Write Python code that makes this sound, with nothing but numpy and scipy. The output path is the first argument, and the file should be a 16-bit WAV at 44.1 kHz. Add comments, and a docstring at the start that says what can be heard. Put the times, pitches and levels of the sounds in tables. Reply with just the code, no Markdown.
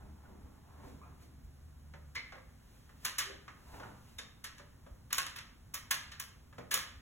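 """In a bare, hard-walled gallery, someone walks up to a tall stepladder and climbs it.
Shoes scuff and squeak by friction and knock on floor and ladder as filtered bursts of noise.
As the weight shifts, loose joints clack in short bright bursts; narrow and broad resonances ring with the blows.
Ventilation hums and hisses below; decaying noise gives the climber and ladder a tail of about half a second."""
import sys
import numpy as np
from scipy import signal
from scipy.fft import rfft, irfft, next_fast_len
from scipy.io import wavfile

SR = 44100
rng = np.random.default_rng(int(sys.argv[2]) if len(sys.argv) > 2 else 0)


def to_wav(sig):
    """Store sig (one row per channel, or 1-D mono) as 16-bit WAV at the path in sys.argv[1].

    Samples outside -1..1 are clipped; the rate is SR.
    """
    pcm = np.clip(np.atleast_2d(sig), -1, 1) * 32767
    pcm = np.round(pcm).astype(np.int16)
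    wavfile.write(sys.argv[1], SR, pcm.T)  # frames by channels


N = 309141
TIME = np.arange(N) / SR
SIZE = next_fast_len(N + SR, True)
BIN_HZ = np.maximum(np.arange(SIZE // 2 + 1) * SR / SIZE, 1)


def from_db(db):
    """Logarithmic level: decibels become an amplitude ratio."""
    return 10 ** (np.asarray(db) / 20)


def rms_one(x):
    """Normalisation: a signal is scaled to unit mean power."""
    return x / np.sqrt(np.mean(x ** 2) + 1e-20)


def at_hz(points, hz):
    """Interpolation: a table is read along logarithmic frequency."""
    known_hz, values = np.transpose(points)
    return np.interp(np.log(hz), np.log(known_hz), values)


def coloured(x, spectrum):
    """Minimum-phase filtering: a folded cepstrum gives a causal filter; white noise keeps its power."""
    magnitude = rms_one(from_db(at_hz(spectrum, BIN_HZ)))
    cepstrum = irfft(np.log(magnitude), SIZE)
    cepstrum[1:SIZE // 2] *= 2
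    cepstrum[SIZE // 2 + 1:] = 0
    response = np.exp(rfft(cepstrum))
    return irfft(rfft(x, SIZE) * response, SIZE)[..., :N]


def drift(rate):
    """Slow random modulation: interpolated chance with unit rms and `rate` knots a second."""
    knots = rng.standard_normal(8192)
    return rms_one(np.interp(TIME * rate, np.arange(len(knots)), knots))


def swell(peak_s, rise_s, fall_s, level_db):
    """Exponential growth and decay: an envelope builds to its peak and dies away again."""
    since = TIME - peak_s
    time_constant = np.where(since < 0, rise_s, fall_s)
    return from_db(level_db) * np.exp(-np.abs(since / time_constant))


EVENNESS = .3   # 0: a contact keeps deep random peaks and dips, 1: a flat spectrum
PLACES = 5   # spots of contact, each with its own path through the room


def contacts(starts, levels_db, decays, rise, tops_hz=None, count=PLACES):
    """Dispersion: each contact is a click smeared into a dying burst, dealt in turn to a spot (times in s)."""
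    out, age = np.zeros((count, N + SR)), TIME[:SR // 6]
    for k, (start, level_db, decay) in enumerate(np.broadcast(starts, levels_db, decays)):
        shape = np.exp(-age / decay) * (1 - np.exp(-age / rise))
        burst = rng.standard_normal(len(age)) * shape
        for _ in range(2):   # dispersion spreads a click in time but leaves its spectrum fairly even
            spectrum = rfft(burst)
            evened = spectrum / (np.abs(spectrum) + 1e-12) ** EVENNESS
            burst = irfft(evened, len(age)) * shape ** (1 / 4)
        burst = from_db(level_db) * burst / np.linalg.norm(burst)   # the level sets the energy
        if tops_hz is not None:   # a softer slip has less treble
            lowpass = signal.butter(2, min(tops_hz[k], .45 * SR), fs=SR)
            burst = signal.lfilter(*lowpass, burst)
        at = int(start * SR)
        out[k % count, at:at + len(age)] += burst
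    return out[:, :N]


# Spectrum of the moving air. Each row: frequency in Hz, relative density in dB per Hz.
AIR_SPECTRUM = [(20, -13.5), (40, -6.5), (65, -1.5), (90, -4.5), (150, -8.5), (190, -14.5), (245, -11),
                (320, -21), (600, -26), (950, -27), (1500, -29.5), (2600, -37), (6000, -38), (10000, -39),
                (15500, -42.5)]
AIR_DB, HUM_HZ = -58.5, 74.3
# the fan's hum holds steady on average, then sinks to a fainter level
HUM_EARLY_DB, HUM_LATE_DB, HUM_SINKS_AT_S, HUM_SINK_S = -57.5, -72.5, 2.05, .4


def ventilation(waver_hz, flutter_db, octave_db):
    """Broadband flow noise and tonal fan noise: diffuse rumble and hiss, a wavering hum and its octave."""
    air = from_db(AIR_DB) * coloured(rng.standard_normal((2, N)), AIR_SPECTRUM)
    phase = 2 * np.pi * np.cumsum(HUM_HZ + waver_hz * drift(12)) / SR
    tone = np.sin(phase) + from_db(octave_db) * np.sin(2 * phase)
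    sinking = np.exp(-np.maximum(TIME - HUM_SINKS_AT_S, 0) / HUM_SINK_S)
    hum_db = HUM_LATE_DB + (HUM_EARLY_DB - HUM_LATE_DB) * sinking
    return air + from_db(hum_db + flutter_db * drift(7.5)) * tone


# Weight shifts booming through the floor. Each row: start in seconds, relative level in dB.
FLOOR_BOOMS = [(.019, -50), (.28, -50), (.42, -53), (.84, -54), (1.432, -45.5), (3.728, -54), (4.819, -55),
               (4.901, -48), (6.952, -48)]
# Spectrum of a boom. Each row: frequency in Hz, relative density in dB per Hz.
BOOM_SPECTRUM = [(25, -5.5), (55, 6), (90, -4.5), (150, -27), (400, -49.5)]


def floor_booms(boom_db):
    """Low-frequency impact: body weight settling gives a soft, very low thud."""
    start, level_db = np.transpose(FLOOR_BOOMS)
    thud = contacts(start, level_db + boom_db, decays=0.021, rise=0.015, count=1)[0]
    return coloured(thud, BOOM_SPECTRUM)


# Soft footfalls. 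Each row: peak in seconds, relative level in dB.
SOFT_FOOTFALLS = [(.035, -59.5), (0.283, -54.5), (.45, -63), (.79, -58), (.85, -56), (1.09, -65),
                  (1.235, -63), (3.745, -74), (3.87, -63.5)]
# A sole drags harder until it grips. Each row: moment of grip in seconds, swell in seconds, relative level in dB.
SOLE_SLIDES = [(.02, 0.046, -64.5), (.3, 0.11, -66), (.46, 0.11, -68.5), (.85, 0.16, -61),
               (1.09, 0.11, -63.5), (3.75, 0.063, -54.5), (3.84, .025, -54)]
# Clothes swish as a limb swings. Each row: middle in seconds, rise and fall in seconds, relative level in dB.
CLOTH_SWISHES = [(.88, 0.068, -67), (1.23, 0.023, -65), (2.76, 0.18, -72.5), (3.045, 0.028, -60.5),
                 (3.76, 0.11, -62.5), (4.09, 0.088, -69.5)]
# Spectra of footfall, scuff and cloth. Each row: frequency in Hz, relative density in dB per Hz.
FOOTFALL_SPECTRUM = [(60, -20), (150, -1.5), (250, 0.5), (400, -7.5), (800, -22.5), (3000, -47)]
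SCUFF_SPECTRUM = [(200, 5), (450, -0.5), (850, 6), (1350, 0), (2200, -10), (4000, -22), (9000, -53)]
CLOTH_SPECTRUM = [(1000, 2), (3000, 0.5), (7000, -2), (12000, -3.5), (16000, -7.5)]
FOOTFALL_ATTACK_S, FOOTFALL_RELEASE_S, SLIDE_RELEASE_S = 0.0083, 0.074, 0.049
CLOTH_REST_DB = -85.5   # faint rubbing between swishes


def movement(footfall_db, scuff_db, cloth_db, grain_db):
    """Friction noise: soft footfalls, soles that catch unevenly as they slide, and rubbing clothes."""
    footfall = sum(swell(peak_s, FOOTFALL_ATTACK_S, FOOTFALL_RELEASE_S, db + footfall_db)
                   for peak_s, db in SOFT_FOOTFALLS)
    scuff = sum(swell(grip_s, rise_s, SLIDE_RELEASE_S, db + scuff_db) for grip_s, rise_s, db in SOLE_SLIDES)
    swish = sum(swell(middle_s, width_s, width_s, db + cloth_db) for middle_s, width_s, db in CLOTH_SWISHES)
    cloth = from_db(CLOTH_REST_DB) + swish
    friction = rms_one(rng.standard_normal(N) * from_db(grain_db * drift(140)))
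    treads = coloured(rng.standard_normal(N) * footfall, FOOTFALL_SPECTRUM)
    scuffs = coloured(friction * scuff, SCUFF_SPECTRUM)
    rustle = coloured(rng.standard_normal(N) * cloth, CLOTH_SPECTRUM)
    return treads + scuffs + rustle


# Rubber soles sticking and slipping. Each row: start in seconds, length in seconds, first frequency in Hz,
# last frequency in Hz, level in dB.
SOLE_SQUEAKS = [(0.253, 0.015, 1450, 1410, -61.5), (1.015, 0.033, 1180, 1223, -55),
                (1.074, 0.0081, 1345, 1196, -65), (2.157, 0.031, 2160, 2010, -39.5),
                (2.165, .022, 1830, 1660, -50), (2.336, 0.017, 2150, 2040, -61),
                (2.374, 0.018, 2040, 1930, -73), (3.248, 0.094, 401, 385.6, -58),
                (3.265, 0.067, 526, 550, -58), (3.831, 0.012, 1450, 1370, -48.5),
                (4.185, 0.012, 3860, 3300, -45)]


def squeaks(jitter, rough_db, overtone_db):
    """Stick-slip oscillation: rubber gives a short, unsteady gliding tone."""
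    out = np.zeros(N)
    waver = 1 + jitter * drift(500)
    grip = from_db(rough_db * drift(250))
    for start, length, first_hz, last_hz, level_db in SOLE_SQUEAKS:
        progress = np.clip((TIME - start) / length, 0, 1)
        live = (progress > 0) & (progress < 1)
        glide_hz = first_hz + (last_hz - first_hz) * progress[live]
        phase = 2 * np.pi * np.cumsum(glide_hz * waver[live]) / SR
        tone = np.sin(phase) + from_db(overtone_db) * np.sin(2 * phase)
        tone = rms_one(tone * grip[live])
        out[live] += from_db(level_db) * tone * np.sqrt(np.sin(np.pi * progress[live]))
    return out


# Shoes and hands knocking on floor and ladder. Each row: start in seconds, relative level in dB,
# low thump in dB relative to that.
SHOE_AND_HAND_KNOCKS = [(0.839, -60.5, 9.5), (1.936, -44.5, -9.5), (2.160, -48.5, -6), (2.321, -40, -13.5),
                        (2.352, -47.5, -4.5), (2.38, -51.5, -24), (2.891, -51.5, -17), (3.479, -39, -19),
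                        (3.798, -42, -7), (3.831, -44.5, -15), (4.188, -52.5, 2), (4.595, -45.5, -10),
                        (4.863, -52, -1), (5.185, -64, -15), (5.385, -60, -8), (5.913, -42.5, -12),
                        (6.526, -50.5, -16), (6.581, -38.5, -3.5), (6.606, -61, 10), (6.745, -43, -4)]
# Spectra of knock and thump. Each row: frequency in Hz, relative density in dB per Hz.
KNOCK_SPECTRUM = [(200, -19.5), (700, -0.5), (1200, 6.5), (1900, 4), (3000, -4.5), (6000, -10.5),
                  (15000, -42)]
THUMP_SPECTRUM = [(50, -14.5), (150, 1.5), (330, -2.5), (530, 4.5), (800, -3), (1400, -10.5), (4000, -34)]
KNOCK_DECAY_S, THUMP_DECAY_S = 0.016, 0.0091


def knocks(knock_db, thump_db):
    """Impact: a sole meets floor or rung with a dull knock; the weight follows as a slower-rising thump."""
    start, level_db, low_db = np.transpose(SHOE_AND_HAND_KNOCKS)
    knock = contacts(start, level_db + knock_db, KNOCK_DECAY_S, rise=0.0007)
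    thump = contacts(start, level_db + low_db + thump_db, THUMP_DECAY_S, rise=0.0081)
    return coloured(knock, KNOCK_SPECTRUM) + coloured(thump, THUMP_SPECTRUM)


# Riveted joints slipping under load. Each row: start in seconds, relative level in dB, treble crack in dB
# relative to that, base chatter decay in seconds (scaled for each part), top of the crack in Hz.
JOINT_CLACKS = [(2.152, -38.5, -2, 0.013, 4800), (3.049, -31.5, -1, .007, 14300),
                (3.183, -28.5, -1, 0.014, 11400), (4.185, -42.5, 0.5, 0.0053, 7900),
                (4.441, -40, -2, 0.0094, 11300), (4.58, -54, -1, 0.0058, 8000),
                (5.106, -44.5, -17, 0.0071, 12000), (5.128, -30.5, -0.5, 0.002, 16000),
                (5.181, -27.5, -2.5, 0.0039, 11300), (5.264, -41.5, -1.5, 0.0034, 10400),
                (5.36, -41.5, -8.5, 0.0096, 14960), (5.385, -43.5, -2.5, .0035, 7550),
                (5.740, -37.5, 0, 0.0072, 17500), (5.909, -27, -2, 0.0064, 15000),
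                (6.117, -44.5, -6, 0.0095, 7400), (6.198, -40, 0.5, 0.0039, 18300),
                (6.711, -30, -4, 0.021, 15000), (6.740, -30, 3, .004, 15600)]
# Spectra of frame jolt and metal crack. Each row: frequency in Hz, relative density in dB per Hz.
FRAME_SPECTRUM = [(100, -27), (300, -16), (750, -11.5), (1100, -0.5), (1700, 2), (2600, 1), (4000, 0),
                  (5500, -4.5), (9000, -71)]
CRACK_SPECTRUM = [(1500, -24), (3300, -11), (6200, 2), (8000, -4), (11000, -2), (16000, -1)]
REBOUNDS, REBOUND_LOSS_DB = 3, 2.5   # a slack joint rattles on, weaker at each touch


def joints(frame_db, crack_db, creep_db, creep_lead, rebound_db):
    """Slip under load: a joint creeps for a moment, then jolts the frame, cracks brightly and rattles."""
    start, level_db, treble_db, decay, top_hz = np.transpose(JOINT_CLACKS)
    bright_db = level_db + treble_db
    jolt = contacts(start, level_db + frame_db, decay * 3.26, rise=0.00074)
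    crack = contacts(start, bright_db + crack_db, decay * 1.4, rise=0.00097, tops_hz=top_hz)
    creep = contacts(start - creep_lead, level_db + creep_db, decay, rise=0.0004)
    gaps_s = rng.uniform(.006, .02, (len(start), REBOUNDS))
    touches = start + np.cumsum(gaps_s, axis=1).T
    rattle = 0
    for k, touch in enumerate(touches):
        touch_db = bright_db + rebound_db - k * REBOUND_LOSS_DB
        rattle = rattle + contacts(touch, touch_db, decay * 0.22, rise=0.00039, tops_hz=top_hz)
    return coloured(jolt + creep + rattle, FRAME_SPECTRUM) + coloured(crack + creep + rattle, CRACK_SPECTRUM)


# Resonances of the blows, with broad treble peaks. Each row: frequency in Hz, bandwidth in Hz,
# level in dB relative to the blow.
BLOW_RESONANCES = [(400, 23, -19), (540, 130, -4.5), (1095, 37, -2), (1250, 84, -6.5), (1450, 23, -22),
                   (1677, 96, -0.5), (1847, 51, -2.5), (2040, 7.2, -18), (2217, 13, -26), (3060, 73, -5),
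                   (3520, 30, -12), (5700, 1100, -22.5), (6780, 71, -6), (7360, 27, -25), (9000, 740, -3),
                   (9840, 280, 1), (11670, 68, -1.5), (12840, 300, 2)]


def resonate(force):
    """Resonance: a blow is passed on and rings at several narrow and broad resonances."""
    out = force.copy()
    for hz, width_hz, level_db in BLOW_RESONANCES:
        r = np.exp(-np.pi * width_hz / SR)
        poles = [1, -2 * r * np.cos(2 * np.pi * hz / SR), r * r]
        zeros = np.array([1, 0, -1]) * (1 - r * r) / 2
        out += from_db(level_db) * signal.lfilter(zeros, poles, force + 1e-18)
    return out


# Reverberation time of the gallery. Each row: frequency in Hz, time to fall 60 dB in seconds.
REVERB_TIME = [(100, .62), (500, .58), (1500, .55), (3000, .53), (6000, .42), (10000, .31), (16000, .24)]
# Strength of the reverberation. Each row: frequency in Hz, level in dB against the direct sound.
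REVERB_LEVEL = [(100, 8.5), (600, 1), (1500, 0), (3500, -1), (7000, -3), (15000, -7.5)]


def gallery(spots, build_up, early_s, early_db):
    """Reverberation: direct sound, strong early reflections and a diffuse tail, dying sooner in the treble."""
    age, tails = TIME[:SR * 2 // 3], 0
    white = rng.standard_normal((2, 2, len(spots), len(age)))
    edges = np.geomspace(60, 18000, 15)
    early = from_db(early_db / (1 + (age / early_s) ** 4))
    onset = 1 - np.exp(-(age / build_up) ** 2)
    for k, band in enumerate(zip(edges, edges[1:])):
        hz = np.sqrt(band[0] * band[1])
        decay = early * from_db(-60 * age / at_hz(REVERB_TIME, hz)) * onset
        bandpass = signal.butter(2, band, "band", fs=SR, output="sos")
        noise = signal.sosfilt(bandpass, white[k % 2])   # neighbouring bands use separate noise
        tails = tails + noise * decay / np.linalg.norm(decay) * from_db(at_hz(REVERB_LEVEL, hz))
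    reflected = irfft((rfft(spots, SIZE) * rfft(tails, SIZE)).sum(axis=1), SIZE)[:, :N]
    return spots.sum(axis=0) + reflected


# Stereo microphone. Each row: frequency in Hz, phase between its two ports in turns.
PORT_TURNS = [(0, .02), (70, .04), (130, .07), (260, .18), (550, .25), (1050, .13), (1700, .16),
              (2300, .24), (3200, .21), (4000, .3), (4400, .42), (5100, .58), (6300, .93), (7300, 1.06),
              (8500, 1.41), (9400, 1.6), (10500, 1.92), (11700, 2.08), (12700, 2.4), (13700, 2.62),
              (14800, 2.93), (16000, 3.02)]


def microphone(field):
    """Phase difference: the ports swing the sound between mid and side as the frequency rises."""
    angle = np.pi * np.interp(BIN_HZ, *np.transpose(PORT_TURNS))   # half the phase, in radians
    front, across = rfft(field, SIZE)
    mid, side = front * np.cos(angle), 1j * across * np.sin(angle)
    return irfft(np.array([mid + side, mid - side]), SIZE)[:, :N]


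def scene():
    """Superposition: climber and ladder in the gallery add to floor booms and ventilation."""
    slips = joints(frame_db=22.0, crack_db=27.0, creep_db=6.5, creep_lead=0.0026, rebound_db=12)
    blows = resonate(slips + knocks(knock_db=15.5, thump_db=21.5))
    rubbing = squeaks(jitter=0.049, rough_db=6.0, overtone_db=-14)
    rubbing = rubbing + movement(footfall_db=-2.5, scuff_db=0, cloth_db=0.5, grain_db=3)
    room = gallery(np.vstack([blows, rubbing]), build_up=0.0008, early_s=0.033, early_db=2.5)
    booms = floor_booms(boom_db=28.5)
    field = room + booms + ventilation(waver_hz=1.3, flutter_db=3, octave_db=-10.5)
    return microphone(field) * from_db([[-.2], [.2]])   # left, right


def record(dry):
    """Low-pass filtering: a steep elliptic filter cuts the top."""
    lowpass = signal.ellip(12, .1, 70, 15950, fs=SR, output="sos")   # order, ripple dB, stopband dB, cutoff Hz
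    return signal.sosfilt(lowpass, dry)


dry = scene()
out = record(dry)
to_wav(out)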